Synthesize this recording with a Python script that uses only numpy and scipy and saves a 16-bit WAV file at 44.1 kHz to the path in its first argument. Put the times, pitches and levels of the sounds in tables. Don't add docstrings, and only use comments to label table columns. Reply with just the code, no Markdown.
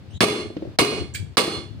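import sys
import numpy as np
from scipy import signal
from scipy.fft import rfft, irfft, next_fast_len
from scipy.io import wavfile
from scipy.ndimage import map_coordinates

SR = 44100
rng = np.random.default_rng(int(sys.argv[2]) if len(sys.argv) > 2 else 0)


def volts_from_decibels(level):
    exponent = np.asarray(level, float) / 20
    return 10 ** exponent


def wav_out(sig):
    wavfile.write(sys.argv[1], SR, np.round(np.clip(np.atleast_2d(sig).T, -1, 1) * 32767).astype(np.int16))


N = 79380


def unit(x):
    return x / np.sqrt(np.mean(x ** 2) + 1e-20)


def along(points, hz):
    f, v = np.transpose(points)
    return np.interp(np.log(hz + 1), np.log(f + 1), v)


def wobble(rate):
    knots = rng.standard_normal(int(N * rate / SR) + 4)
    return map_coordinates(knots, [np.arange(N) * rate / SR])


def filtered(x, response):
    m = next_fast_len(N + SR // 2)
    return irfft(rfft(x, m) * response(np.fft.rfftfreq(m, 1 / SR)), m)[..., :N]


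def peak(hz, centre, width):
    return 1 / (1 + (2 * (hz - centre) / width) ** 2)


def dying(s, t60, rise):
    t = np.maximum(np.arange(N) / SR - s, 0)
    return (1 - np.exp(-t / rise)) * volts_from_decibels(-60 * t / t60)


# (frequency [Hz], likeness [0-1])
PORT_LIKENESS = [(100, 0.91), (350, 0.95), (800, 0.32), (3000, 0.027), (12000, 0.034)]


def noise(colour):
    def mid_side(hz):
        turn = np.arccos(np.clip(along(PORT_LIKENESS, hz), -1, 1)) / 2
        return colour(hz) * [np.cos(turn), np.sin(turn)]
    mid, side = filtered(rng.standard_normal((2, N)), mid_side)
    return unit(np.array([mid + side, mid - side]))


def ringing(s, modes, damp, rise, smear):
    rate, depth, spread_db = smear
    length_s, port_turn_hz = 0.6, 2560
    start, out = round(s * SR), np.zeros((2, N + SR))
    t = np.arange(int(length_s * SR)) / SR
    knots = np.arange(int(length_s * rate) + 2) / rate
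    for hz, db, t60 in modes:
        a, b = depth * rng.standard_normal((2, len(knots)))
        shake = np.interp(t, knots, 1 + a + 1j * b) / np.sqrt(1 + depth ** 2)
        split = np.clip(hz / port_turn_hz, 0, 1) * rng.choice([-1, 1]) * np.array([[1], [-1]]) / 8
        ports = np.exp(2j * np.pi * (rng.random() + split))
        decay = np.log(1000) / (t60 * damp)
        tone = shake * np.exp((2j * np.pi * hz - decay) * t) * (1 - np.exp(-t / rise))
        level = volts_from_decibels(db + spread_db * np.tanh(rng.normal()))
        out[:, start:start + len(t)] += level * np.imag(ports * tone)
    return out[:, :N]


# (time [s], level [dB])
WIND_STRENGTH = [(0.0, -43), (0.234, -32.5), (0.28, -55), (0.476, -36.5), (0.55, -46), (0.686, -33),
                 (0.762, -45.5), (0.806, -8), (0.832, -48), (1.026, -29), (1.072, -38.5), (1.231, -27.5),
                 (1.252, -36.5), (1.318, -35), (1.342, -56), (1.382, -53), (1.408, -42), (1.8, -33.5)]
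# (frequency [Hz], density [dB])
WIND_COLOUR = [(20, -42), (45, -10), (85, 5), (140, -0.5), (200, -10), (350, -20.5), (600, -42),
               (1200, -69)]
# (frequency [Hz], density [dB])
YARD_COLOUR = [(100, -24), (250, -1), (600, -10.5), (1100, -17.5), (2500, -20), (4500, -22.5), (6000, -32),
               (14000, -46)]
# (time [s], level [dB])
YARD_SWELL = [(0, 2), (.2, -1), (.55, 5), (.7, 2.5), (.8, 1), (1.3, 1), (1.8, 2)]


def air():
    t = np.arange(N) / SR
    left_db, lumps_db, yard_db, sway_db = 2.5, 2, -52.5, 1.2
    rumble = unit(filtered(rng.standard_normal((2, N)), lambda hz: volts_from_decibels(along(WIND_COLOUR, hz))))
    lumps = lumps_db * np.array([wobble(14), wobble(12.4)])
    wind_db = np.interp(t, *np.transpose(WIND_STRENGTH)) + lumps + [[left_db], [-left_db]]
    swell_db = yard_db + np.interp(t, *np.transpose(YARD_SWELL)) + sway_db * wobble(7.9)
    return volts_from_decibels(wind_db) * rumble + volts_from_decibels(swell_db) * noise(lambda hz: volts_from_decibels(along(YARD_COLOUR, hz)))


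# (time [s], length [s], from [Hz], to [Hz], level [dB], octave level [dB])
BIRD_NOTES = [
    (.102, 0.016, 2620, 3170, -58.5, -7),
    (0.128, 0.044, 3050, 3220, -59, -16),
    (0.13, 0.026, 3300, 3390, -57, -4),
    (0.133, 0.051, 3735, 3900, -53.5, -14.5),
]


def bird():
    t, out = np.arange(N) / SR, np.zeros(N)
    for s, length, hz0, hz1, db, octave_db in BIRD_NOTES:
        u = np.clip((t - s) / length, 0, 1)
        glide = hz0 + (hz1 - hz0) * (1 - (1 - u) ** 2)
        phase = 2 * np.pi * np.cumsum(glide * (1 + 0.0358 * wobble(360))) / SR
        twelfth = 0.67 * np.sin(3 * phase) * (hz1 < 3300)
        voice = np.sin(phase) + volts_from_decibels(octave_db) * (np.sin(2 * phase) + twelfth)
        out += volts_from_decibels(db) * np.sqrt(np.abs(np.sin(np.pi * u))) * (u < 1) * voice
    return out


# (time [s], level [dB], pitch [Hz], t60 [s])
GUSTS = [
    (0.139, -26.5, 82, 0.15),
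    (.668, -29.5, 108, 0.14),
    (0.729, -42, 102, 0.092),
    (0.931, -24, 89, 0.13),
    (1.207, -29, 90.3, 0.22),
    (1.301, -28, 86.5, .1),
]


def buffets():
    t, out, left_db = np.arange(N) / SR, np.zeros((2, N)), 9
    for s, db, hz, t60 in GUSTS:
        thump = np.sin(2 * np.pi * hz * (t - s + [[0], [0.003]]))
        out += volts_from_decibels(db) * thump * dying(s, t60, 0.0063)
    return out * volts_from_decibels([[left_db], [-left_db]])


DUCK_DB = 19
# (time [s], peak [dB], gain control lead [s], rattle t60 [s], steel left to ring [0-1])
BLOWS = [
    (0.2059, -10, 0.029, 0.21, 0.89),
    (0.7874, -9, 0.027, 0.19, 0.92),
    (1.37, -10.5, .014, 0.21, 0.95),
]
# (centre [Hz], width [Hz], level [dB], t60 [s])
CRACKS = [(2060, 3200, -3.5, 0.077), (1360, 1800, -3.5, 0.044), (1460, 2300, -5.5, 0.042)]
# (from [Hz], to [Hz], level [dB], t60 [s])
ZIPS = [(5820, 2320, 2.5, .01), (5870, 2420, 4, 0.014), (5560, 2970, 4.5, 0.013)]
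# (frequency [Hz], density [dB])
RATTLE_COLOUR = [(60, -39), (150, -1.5), (400, 4), (1140, -9), (1700, -13), (4140, -9.5), (9210, -18),
                 (16000, -40)]
# (frequency [Hz], width [Hz], level [dB])
PARTS = [(1178, 234, 12.5), (2173, 128, 14), (2720, 490, 8.5), (3420, 130, 8), (4330, 500, 6),
         (4900, 400, -12), (6720, 92, -26), (9100, 1600, 8), (14600, 1250, 17.5)]
# (frequency [Hz], level [dB], t60 [s])
BLOCK_MODES = [(190.4, -12, 0.305), (249.8, -12.5, 0.49), (313, 2, 0.41), (351.9, 2.5, 0.46),
               (421.7, 5.5, 0.37), (511.4, -4.5, 0.41), (580, -1, 0.17), (794, -6, 0.33)]
BLOCK_BLOW_DB = [-0.5, -2.5, -2.5]
# (rate [1/s], depth [ratio], level spread [dB])
BLOCK_SMEAR = (40, 1.6, 3)


def hammer():
    rattle_db, grit_db, grit_rate, block_db = -2, 3, 500, -19.5
    settle, settle_s = 0.34, 0.0084
    zip_fall_s = 0.00194

    def colour(hz):
        parts = sum(volts_from_decibels(db) * peak(hz, centre, width) for centre, width, db in PARTS)
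        return volts_from_decibels(along(RATTLE_COLOUR, hz)) * (1 + parts)

    out = np.zeros((2, N))
    for blow, contact, bend, boom_db in zip(BLOWS, CRACKS, ZIPS, BLOCK_BLOW_DB):
        s, db, ahead, t60, ring = blow
        centre, width, crack_db, crack_t60 = contact
        hz0, hz1, zip_db, zip_t60 = bend
        t = np.maximum(np.arange(N) / SR - s, 0)
        turns = hz1 * t + (hz0 - hz1) * zip_fall_s * (1 - np.exp(-t / zip_fall_s))
        sweep = np.sin(2 * np.pi * turns + [[0.6], [-0.6]]) * dying(s, zip_t60, 0.00037)
        crack = noise(lambda hz: peak(hz, centre, width)) * dying(s, crack_t60, 0.0006)
        builds = 1 - settle * np.exp(-t / settle_s)
        grit = volts_from_decibels(rattle_db + grit_db * wobble(grit_rate))
        rattle = grit * noise(colour) * dying(s, t60, 0.00028) * builds
        boom = volts_from_decibels(block_db + boom_db) * ringing(s, BLOCK_MODES, 0.97, 0.0052, BLOCK_SMEAR)
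        out += volts_from_decibels(db + DUCK_DB) * (volts_from_decibels(zip_db) * sweep + volts_from_decibels(crack_db) * crack + rattle + boom)
    return out


# (frequency [Hz], t60 [s], blow 1 level [dB], blow 2 level [dB], blow 3 level [dB])
STEEL_MODES = [(1193, 0.41, -5, -9, -11.5), (2158, 0.39, -1, -4.5, -12), (2463, 0.38, -2, 3, -4.5),
               (2815, 0.32, -8, -6, -2), (2882, 0.43, -4, -3.5, -3.5), (3437, 0.49, -5.5, -14, -5),
               (3900, .25, -23, -23, -10), (4240, 0.48, -3, -2.5, 0), (4815, 0.33, -7, 0, -3),
               (5470, .2, -15.5, -10, -16), (5890, 0.39, -10, -13, -14), (6090, 0.37, -11, -19, -13),
               (6815, .22, -22, -16, -26), (8850, .22, -14, -18, -20)]
# (rate [1/s], depth [ratio], level spread [dB])
STEEL_SMEAR = (50, .45, 0)


def socket():
    steel_db, damp = -16, 0.91
    out = np.zeros((2, N))
    for k, (s, db, ahead, t60, ring) in enumerate(BLOWS):
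        modes = [(hz, levels[k], long) for hz, long, *levels in STEEL_MODES]
        out += volts_from_decibels(db + DUCK_DB + steel_db) * ringing(s, modes, damp * ring, 0.0053, STEEL_SMEAR)
    return out


# (time [s], peak [dB], pitch [Hz], tick level [dB], t60 [s])
LANDINGS = [(0.2094, -6, 224.5, -17, 0.034), (.2198, -5, 895, -20, 0.0067), (0.2356, -2.5, 359, -32, 0.025),
            (.281, -14.5, 358, -44.5, .04), (.457, -26, 332, -42, 0.043), (.503, -23.5, 337, -40, 0.034),
            (0.5668, -16, 299, -16, .045), (0.6229, -19, 332, -22.5, 0.057), (.651, -23, 353, -47, 0.051),
            (.672, -28, 293, -40, 0.048), (0.7922, -15.5, 304, -32, 0.036), (0.8174, -4.5, 368, -25, 0.02),
            (0.8246, -4, 347, -22, .02), (.927, -16, 360, -40, 0.039), (1.02, -24.5, 300, -40, 0.036),
            (1.3789, -13, 238, -24, 0.028), (1.3925, -13, 402, -30, 0.026), (1.401, -12, 378, -30, 0.037),
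            (1.421, -16, 342, -35, 0.034), (1.479, -15, 339, -40.5, 0.032)]


def arm():
    lag_s, tick_hz, tick_width_hz = 0.00021, 2300, 1900
    t = np.arange(N) / SR + [[lag_s], [-lag_s]]
    duck_db = ducking_db()
    knocks, ticks = np.zeros((2, 2, N))
    for s, db, hz, tick_db, t60 in LANDINGS:
        turn = 2 * np.pi * hz * (t - s)
        gain = volts_from_decibels(db - duck_db[round(s * SR)])
        body = np.sin(turn) + 0.5 * np.sin(1.615 * turn) + 0.41 * np.sin(0.698 * turn)
        knocks += gain * body * dying(s, t60, 0.00098)
        ticks += gain * volts_from_decibels(tick_db) * dying(s, 0.062, 0.00037)

    def tick_colour(hz):
        return 1 / (1 + ((hz - tick_hz) / tick_width_hz) ** 2) / (1 + (hz / 7000) ** 4)

    return knocks + filtered(ticks * rng.standard_normal((2, N)), tick_colour)


# (frequency [Hz], t60 [s])
SHED_DECAY = [(150, 0.34), (400, 0.33), (1200, 0.34), (4000, 0.36), (9000, 0.33), (15000, 0.2)]


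def shed(x):
    hz, t, z = signal.stft(noise(lambda f: f > 60)[:, :SR // 2], SR, nperseg=256)
    fade = volts_from_decibels(-60 * t / along(SHED_DECAY, hz)[:, None])
    tail = signal.istft(z * fade, SR, nperseg=256)[1]
    return signal.fftconvolve(x.mean(axis=0)[None], tail / np.linalg.norm(tail[0]), axes=1)[:, :N]


# (frequency [Hz], level [dB], t60 [s])
CLINK_MODES = [(1564, -3.5, 0.079), (1682, 2, 0.069), (2200, 4.5, 0.07), (2360, 1.5, 0.12),
               (3300, -7, 0.28), (4560, -6, 0.19), (4690, -9.5, 0.19), (6200, -9, 0.15), (7200, -3, 0.11),
               (8000, -8, .1), (8740, -4, 0.086), (10500, -13, 0.14), (13700, -19, 0.13), (15000, -9, .15)]
# (frequency [Hz], density [dB])
CLINK_COLOUR = [(900, -45), (1400, -2.5), (2300, -1.5), (4500, 1), (5800, -9), (8000, 0), (11000, -15.5),
                (16000, -26)]
# (rate [1/s], depth [ratio], level spread [dB])
CLINK_SMEAR = (150, 1.9, 2)


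def clink():
    touch_s, touch_db, touch_hz, touch_t60 = 1.138, -31, 7400, 0.083
    strike_s, strike_db, rise_s, hiss_db, hiss_t60 = 1.1455, -31, 0.0036, 1.5, 0.16
    touch = noise(lambda hz: peak(hz, touch_hz, 1800)) * dying(touch_s, touch_t60, 0.004)
    scrape = volts_from_decibels(2.3 * wobble(300)) * noise(lambda hz: volts_from_decibels(along(CLINK_COLOUR, hz)))
    hiss = scrape * dying(strike_s, hiss_t60, rise_s)
    tones = ringing(strike_s, CLINK_MODES, 0.97, rise_s, CLINK_SMEAR)
    return volts_from_decibels(touch_db) * touch + volts_from_decibels(strike_db) * (volts_from_decibels(hiss_db) * hiss + tones)


# (frequency [Hz], left minus right [dB])
PORT_LEAN = [(60, -5), (180, 0.5), (550, 3.5), (1650, -5.5), (4970, -5.5), (15000, 3.5)]


def scene():
    wind, call, gusts = air(), bird(), buffets()
    steel, ring, low = hammer() + clink(), socket(), arm()
    work = steel + ring + low
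    work = work + volts_from_decibels(-17) * shed(ring) + volts_from_decibels(-8) * shed(steel) + volts_from_decibels(-6) * shed(low)
    work = filtered(work, lambda hz: volts_from_decibels(along(PORT_LEAN, hz) * np.array([[0.5], [-0.5]])))
    return work + call + volts_from_decibels(7.5) * shed(call[None]) + wind + gusts


def ducking_db():
    fall_s, hold_s, back_s = 0.01, 0.056, 0.15
    t, total = np.arange(N) / SR, np.zeros(N)
    for s, db, ahead, t60, ring in BLOWS:
        corners = np.cumsum([-ahead, fall_s, abs(ahead - fall_s) + hold_s, back_s])
        total += np.interp(t - s, corners, [0, -DUCK_DB, -DUCK_DB, 0])
    return total


def band_limit(x):
    return signal.sosfilt(signal.butter(12, 16530, fs=SR, output="sos"), x)


def record(dry):
    limit, knee, low_hz, top_hz = 0.88, 3, 45, 16400
    x = dry * volts_from_decibels(ducking_db())
    x = x / (1 + np.abs(x / limit) ** knee) ** (1 / knee)
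    mix = filtered(x, lambda hz: (hz < top_hz) * (1j * hz / (low_hz + 1j * hz)) ** 2)
    return band_limit(mix)


dry = scene()
out = record(dry)
wav_out(out)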